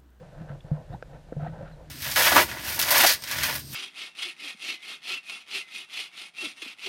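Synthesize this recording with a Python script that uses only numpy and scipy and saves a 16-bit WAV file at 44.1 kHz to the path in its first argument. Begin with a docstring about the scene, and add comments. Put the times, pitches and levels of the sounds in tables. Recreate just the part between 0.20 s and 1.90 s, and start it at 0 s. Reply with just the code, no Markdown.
"""A watertight camera housing, jostled by moving water in a rocky pool, booms at a low pitch.
Boom: grainy noise through a low resonance; thumps: soft blows on decaying sines near the same pitch.
Surges: grains through shell resonances, hollow and scratchy; gurgles: brief wavering sines.
Knocks: filtered clicks ringing the shell modes. Deep rumble and faint steady hiss: coloured noise."""
import sys
import numpy as np
from scipy import signal
from scipy.fft import rfft, irfft
from scipy.io import wavfile
from scipy.ndimage import uniform_filter1d

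SR = 44100
rng = np.random.default_rng(int(sys.argv[2]) if len(sys.argv) > 2 else 0)


def pcm_store(signal):
    """Save signal as 16-bit PCM."""
    levels = np.round(np.clip(np.atleast_2d(signal), -1, 1) * 32767)
    wavfile.write(sys.argv[1], SR, levels.astype(np.int16).T)


N = 74970  # samples, 1.7 s

# Surge strength driving the hollow resonances: (time [s], control level [dB])
SURGE_STRENGTH = [(0, -71), (0.022, -48), (.104, -59.5), (.136, -50), (.26, -51), (.316, -45), (.37, -53),
                  (.396, -63), (.435, -67), (0.454, -53.5), (.51, -48.5), (.585, -45.5), (.672, -59),
                  (.72, -47.5), (.75, -48.5), (.77, -54), (.8, -66), (.88, -57), (0.952, -46),
                  (1.03, -66.5), (1.11, -53), (1.15, -61), (1.188, -49), (1.204, -46), (1.279, -44),
                  (1.31, -54), (1.342, -44), (1.376, -47), (1.439, -45.5), (1.476, -52), (1.562, -56.5),
                  (1.618, -47.5), (1.7, -68)]
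# Surge strength driving the scratchy resonances: (time [s], control level [dB])
SCRATCH_STRENGTH = [(0, -62.5), (.1, -65.5), (.21, -57.5), (.265, -64.5), (0.296, -51), (.35, -61.5),
                    (.39, -76), (0.469, -63), (.51, -63), (.56, -58.5), (.61, -68), (.68, -67.5),
                    (0.734, -56), (.755, -59), (.775, -73), (.89, -69), (0.951, -56.5), (1.02, -75),
                    (1.11, -65), (1.18, -68), (1.205, -55), (1.25, -52), (1.274, -49.5), (1.311, -64),
                    (1.34, -57.5), (1.44, -57), (1.48, -53), (1.56, -67.5), (1.62, -68.5), (1.7, -66)]
# Hollow resonances: (centre [Hz], width [Hz], level re mean [dB], growth [dB per dB of surge])
HOLLOW_PEAKS = [(530, 182, 0.5, 0.79), (654, 72, -3, 2.2), (825, 86, -18, 3.1), (985, 54, -26.5, 1.05)]
# Scratchy resonances: (centre [Hz], width [Hz], level re mean [dB], growth [dB per dB of surge])
SCRATCH_PEAKS = [(1346, 63, 2, 1.52), (1522, 138, 3.5, 1.1), (1750, 94, -14, 0.44), (2600, 350, -23.5, 0.3),
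                 (3660, 1000, -21, 0.46)]
# Jostling by the water, as boom level: (time [s], level [dB])
JOSTLE = [(0, -47), (.12, -54), (.18, -47.5), (.22, -36), (.28, -51.5), (.31, -40.5), (.365, -39.5),
          (.41, -65.5), (.6, -46.5), (.67, -61), (.74, -37), (.81, -61.5), (.95, -45), (1.02, -60),
          (1.15, -50), (1.22, -36.5), (1.29, -38), (1.36, -47.5), (1.43, -38.5), (1.48, -53), (1.53, -45),
          (1.57, -54.5), (1.7, -50)]
# Deep rumble: (time [s], level [dB])
RUMBLE_LEVEL = [(0, -61), (.19, -48), (.3, -51), (.42, -51), (.65, -50.5), (.75, -43), (.8, -54.5),
                (.88, -48), (1.03, -51.5), (1.13, -49.5), (1.32, -51), (1.5, -48.5), (1.7, -49.5)]
# Rumble spectrum: (frequency [Hz], relative density [dB per Hz])
RUMBLE_COLOUR = [(15, -15), (26, 4), (39, 5), (55, 1), (90, -6), (130, -2), (220, -32.5), (300, -14.5),
                 (400, -23), (900, -53.5)]
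# Hiss spectrum: (frequency [Hz], relative density [dB per Hz])
HISS_COLOUR = [(100, 5), (400, 11), (1100, 3.5), (2200, 1), (4000, -3), (7500, -8.5), (11000, -14.5),
               (15000, -23)]
# Ringing gurgles and bubble chirps: (time of peak [s], Gaussian sigma [s], level [dB], mean pitch [Hz])
GURGLES = [(0.02, 0.012, -48.5, 530), (0.293, 0.0037, -56, 1720), (0.408, .002, -56, 3380),
           (0.594, 0.017, -50.5, 636), (.731, 0.0019, -66, 4360), (.732, 0.0087, -60, 1800),
           (0.737, 0.011, -64.5, 3750), (0.739, 0.008, -39, 732), (0.75, 0.0017, -34.5, 800),
           (1.206, 0.0068, -41.5, 709), (1.208, 0.0079, -57.5, 1330), (1.219, .004, -51, 1360),
           (1.23, 0.004, -39, 734), (1.25, 0.0043, -42.5, 884), (1.268, 0.0052, -37.5, 699.3),
           (1.276, 0.0023, -47.5, 1730), (1.416, 0.0053, -42, 560), (1.438, .006, -41.5, 591),
           (1.477, 0.0074, -52.5, 1422), (1.532, 0.011, -66, 3980)]
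# Soft blows on the housing: (time [s], impulse level [dB], pitch [Hz], t60 [s])
THUMPS = [(0.205, -42, 155, 0.04), (0.303, -31, 150, 0.099), (.354, -41, 150, 0.056),
          (0.446, -31.5, 150, 0.08), (.5153, -15, 150, .17), (0.7, -30.5, 117, 0.16),
          (1.1657, -23.5, 150.1, 0.19), (1.226, -24.5, 140, 0.07), (1.2835, -28.5, 148.6, 0.1),
          (1.327, -31, 126, 0.063)]
# Shell modes: (frequency [Hz], level [dB], t60 [s])
SHELL_MODES = [(310, -12, 0.043), (520, -3, 0.025), (632, -3, 0.016), (800, -11, 0.0067), (1360, -7, 0.012),
               (1556, -8.5, .016), (2370, -21.5, 0.014), (3500, -27, 0.0099), (4740, -16, 0.0038)]
# Hard knocks: (time [s], impulse level before filtering [dB], low edge [Hz], high edge [Hz])
KNOCKS = [(.4065, -31, 2600, 3900), (.447, -43, 380, 890), (0.8255, -28.5, 413, 5030),
          (0.8261, -31.5, 1060, 1760), (1.088, -46, 350, 1010), (1.1228, -23.5, 109, 570),
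          (1.1277, -36, 283, 2100), (1.1666, -31, 333, 800)]

GRAINS_PER_S, GRAIN_SPREAD_DB, WASH_GAIN = 1400, 3.5, .5
HOLLOW_GAIN_DB, HOLLOW_MEAN_DB, HOLLOW_BAND_HZ = -4.5, -43.5, [447, 1040]
SCRATCH_GAIN_DB, SCRATCH_MEAN_DB, SCRATCH_BAND_HZ = -5, -48.5, [1100, 3930]
BOOM_HZ, BOOM_WIDTH_HZ, BOOM_LOWPASS_HZ = 150, 12.8, 185
BOOM_OCTAVE_DB, BOOM_OCTAVE_WIDTH_HZ = -17, 37
HISS_DB = -63
GURGLE_WAVER_FRACTION, GURGLE_WAVER_LOWPASS_HZ, GURGLE_FLUTTER_DB = .04, 75.6, 2
THUMP_LOWPASS_HZ, THUMP_HIGHPASS_HZ = 520, 34.2
THUMP_OCTAVE_DB, THUMP_OCTAVE_T60_S = -33.5, 0.18
THUMP_SHELL_DB, THUMP_SHELL_LOWPASS_HZ = -15.5, 660
CUTOFF_HZ = 15200


def from_db(db):
    """Decibels to amplitude gain."""
    return 10 ** (np.asarray(db) / 20)


def rms_one(x):
    """Scale to unit power."""
    return x / np.sqrt(np.mean(x ** 2) + 1e-20)


def level(points):
    """Gain over time, interpolated in dB."""
    return from_db(np.interp(np.arange(N) / SR, *np.transpose(points)))


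def steady(x, size):
    """Divide out slow swings of power; size in samples, unit power out."""
    power = uniform_filter1d(uniform_filter1d(x ** 2, size), size)
    return rms_one(x / np.sqrt(np.abs(power) + 1e-20))


def passed(x, hz, kind, order=2):
    """Butterworth filter."""
    sos = signal.butter(order, hz, kind, fs=SR, output="sos")
    return signal.sosfilt(sos, x + 1e-18)


def coloured(points):
    """Unit-power noise with a spectrum interpolated over log frequency."""
    hz, db = np.transpose(points)
    bins_hz = np.maximum(np.arange(N // 2 + 1) * SR / N, 1)
    gain = from_db(np.interp(np.log(bins_hz), np.log(hz), db))
    return rms_one(irfft(rfft(rng.standard_normal(N)) * gain, N))


def resonance(x, hz, width_hz):
    """Two-pole band-pass with unit gain on top."""
    r = np.exp(-np.pi * width_hz / SR)
    b = np.array([1, 0, -1]) * (1 - r * r) / 2
    a = [1, -2 * r * np.cos(2 * np.pi * hz / SR), r * r]
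    return signal.lfilter(b, a, x)


def ring(x, hz, t60_s):
    """Two-pole mode: a unit click starts a decaying sine of initial height 1."""
    r = np.exp(-np.log(1000) / (t60_s * SR))
    w = 2 * np.pi * hz / SR
    return signal.lfilter([0, np.sin(w)], [1, -2 * r * np.cos(w), r * r], x + 1e-18)


def click(time_s, db):
    """One impulse."""
    return from_db(db) * (np.arange(N) == int(time_s * SR))


def grains():
    """Dense random impacts of uneven size and sign over a smooth noise wash."""
    size_db = GRAIN_SPREAD_DB * np.minimum(rng.exponential(1, N), 4)
    impacts = from_db(size_db) * rng.choice([-1, 1], N)
    present = rng.random(N) < GRAINS_PER_S / SR
    return rms_one(impacts * present) + WASH_GAIN * rng.standard_normal(N)


def swelling(peaks, strength, mean_db, band_hz):
    """Grains through parallel resonances, each following the surge at its own rate."""
    source = passed(grains(), band_hz, "band", order=4)
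    swell = level(strength) / from_db(mean_db)
    out = 0
    for hz, width_hz, db, growth in peaks:
        voice = steady(resonance(source, hz, width_hz), size=1100)
        out = out + from_db(mean_db + db) * swell ** growth * voice
    return out


def surges():
    """Gritty water surges excite the shell: a hollow low voice and a scratchy upper one."""
    hollow = swelling(HOLLOW_PEAKS, SURGE_STRENGTH, HOLLOW_MEAN_DB, HOLLOW_BAND_HZ)
    scratchy = swelling(SCRATCH_PEAKS, SCRATCH_STRENGTH, SCRATCH_MEAN_DB, SCRATCH_BAND_HZ)
    return from_db(HOLLOW_GAIN_DB) * hollow + from_db(SCRATCH_GAIN_DB) * scratchy


def boom():
    """Jostling water drives the housing's low resonance and, faintly, its octave."""
    hum = resonance(grains(), BOOM_HZ, BOOM_WIDTH_HZ)
    hum = rms_one(passed(hum, BOOM_LOWPASS_HZ, "low"))
    octave = rms_one(resonance(grains(), 2 * BOOM_HZ, BOOM_OCTAVE_WIDTH_HZ))
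    mix = steady(hum, size=1300) + from_db(BOOM_OCTAVE_DB) * steady(octave, size=1300)
    return level(JOSTLE) * mix


def rumble():
    """Deep coloured noise, evened out, then following its level curve."""
    return level(RUMBLE_LEVEL) * steady(coloured(RUMBLE_COLOUR), size=3000)


def hiss():
    """Faint stationary coloured noise."""
    return from_db(HISS_DB) * coloured(HISS_COLOUR)


def gurgles():
    """Brief sines under Gaussian envelopes, randomly wavering in pitch and level."""
    t, out = np.arange(N) / SR, 0
    for time_s, sigma_s, db, hz in GURGLES:
        noise = rng.standard_normal((2, N))
        waver, flutter = rms_one(passed(noise, GURGLE_WAVER_LOWPASS_HZ, "low"))
        pitch_hz = hz * (1 + GURGLE_WAVER_FRACTION * waver)
        tone = np.sqrt(2) * np.sin(2 * np.pi * np.cumsum(pitch_hz) / SR)
        envelope = np.exp(-.5 * ((t - time_s) / sigma_s) ** 2)
        out = out + from_db(db + GURGLE_FLUTTER_DB * flutter) * envelope * tone
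    return out


def shell(force):
    """Short shell modes in parallel, driven by a contact force."""
    return sum(from_db(db) * ring(force, hz, t60_s) for hz, db, t60_s in SHELL_MODES)


def thumps():
    """Soft blows ring a low mode, its faint octave and, dully, the shell."""
    out = 0
    for time_s, db, hz, t60_s in THUMPS:
        blow = click(time_s, db)
        octave = ring(blow, 2 * hz, THUMP_OCTAVE_T60_S)
        low = ring(blow, hz, t60_s) + from_db(THUMP_OCTAVE_DB) * octave
        low = passed(low, THUMP_LOWPASS_HZ, "low")  # softens the onset
        low = passed(low, THUMP_HIGHPASS_HZ, "high", order=1)
        dull = shell(passed(blow, THUMP_SHELL_LOWPASS_HZ, "low"))
        out = out + low + from_db(THUMP_SHELL_DB) * dull
    return out


def knocks():
    """Hard contacts, each a click with its own band, ring the shell."""
    force = 0
    for time_s, db, low_hz, high_hz in KNOCKS:
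        force = force + passed(click(time_s, db), [low_hz, high_hz], "band", order=3)
    return shell(force)


def scene():
    """Sum of all sources at the microphone inside the housing; one channel."""
    water = surges() + boom() + rumble() + hiss() + gurgles()
    return (water + thumps() + knocks())[None]


def record(dry):
    """Steep elliptic low-pass: 0.2 dB ripple, 70 dB stopband."""
    sos = signal.ellip(10, .2, 70, CUTOFF_HZ, fs=SR, output="sos")
    return signal.sosfilt(sos, dry)


dry = scene()
out = record(dry)
pcm_store(out)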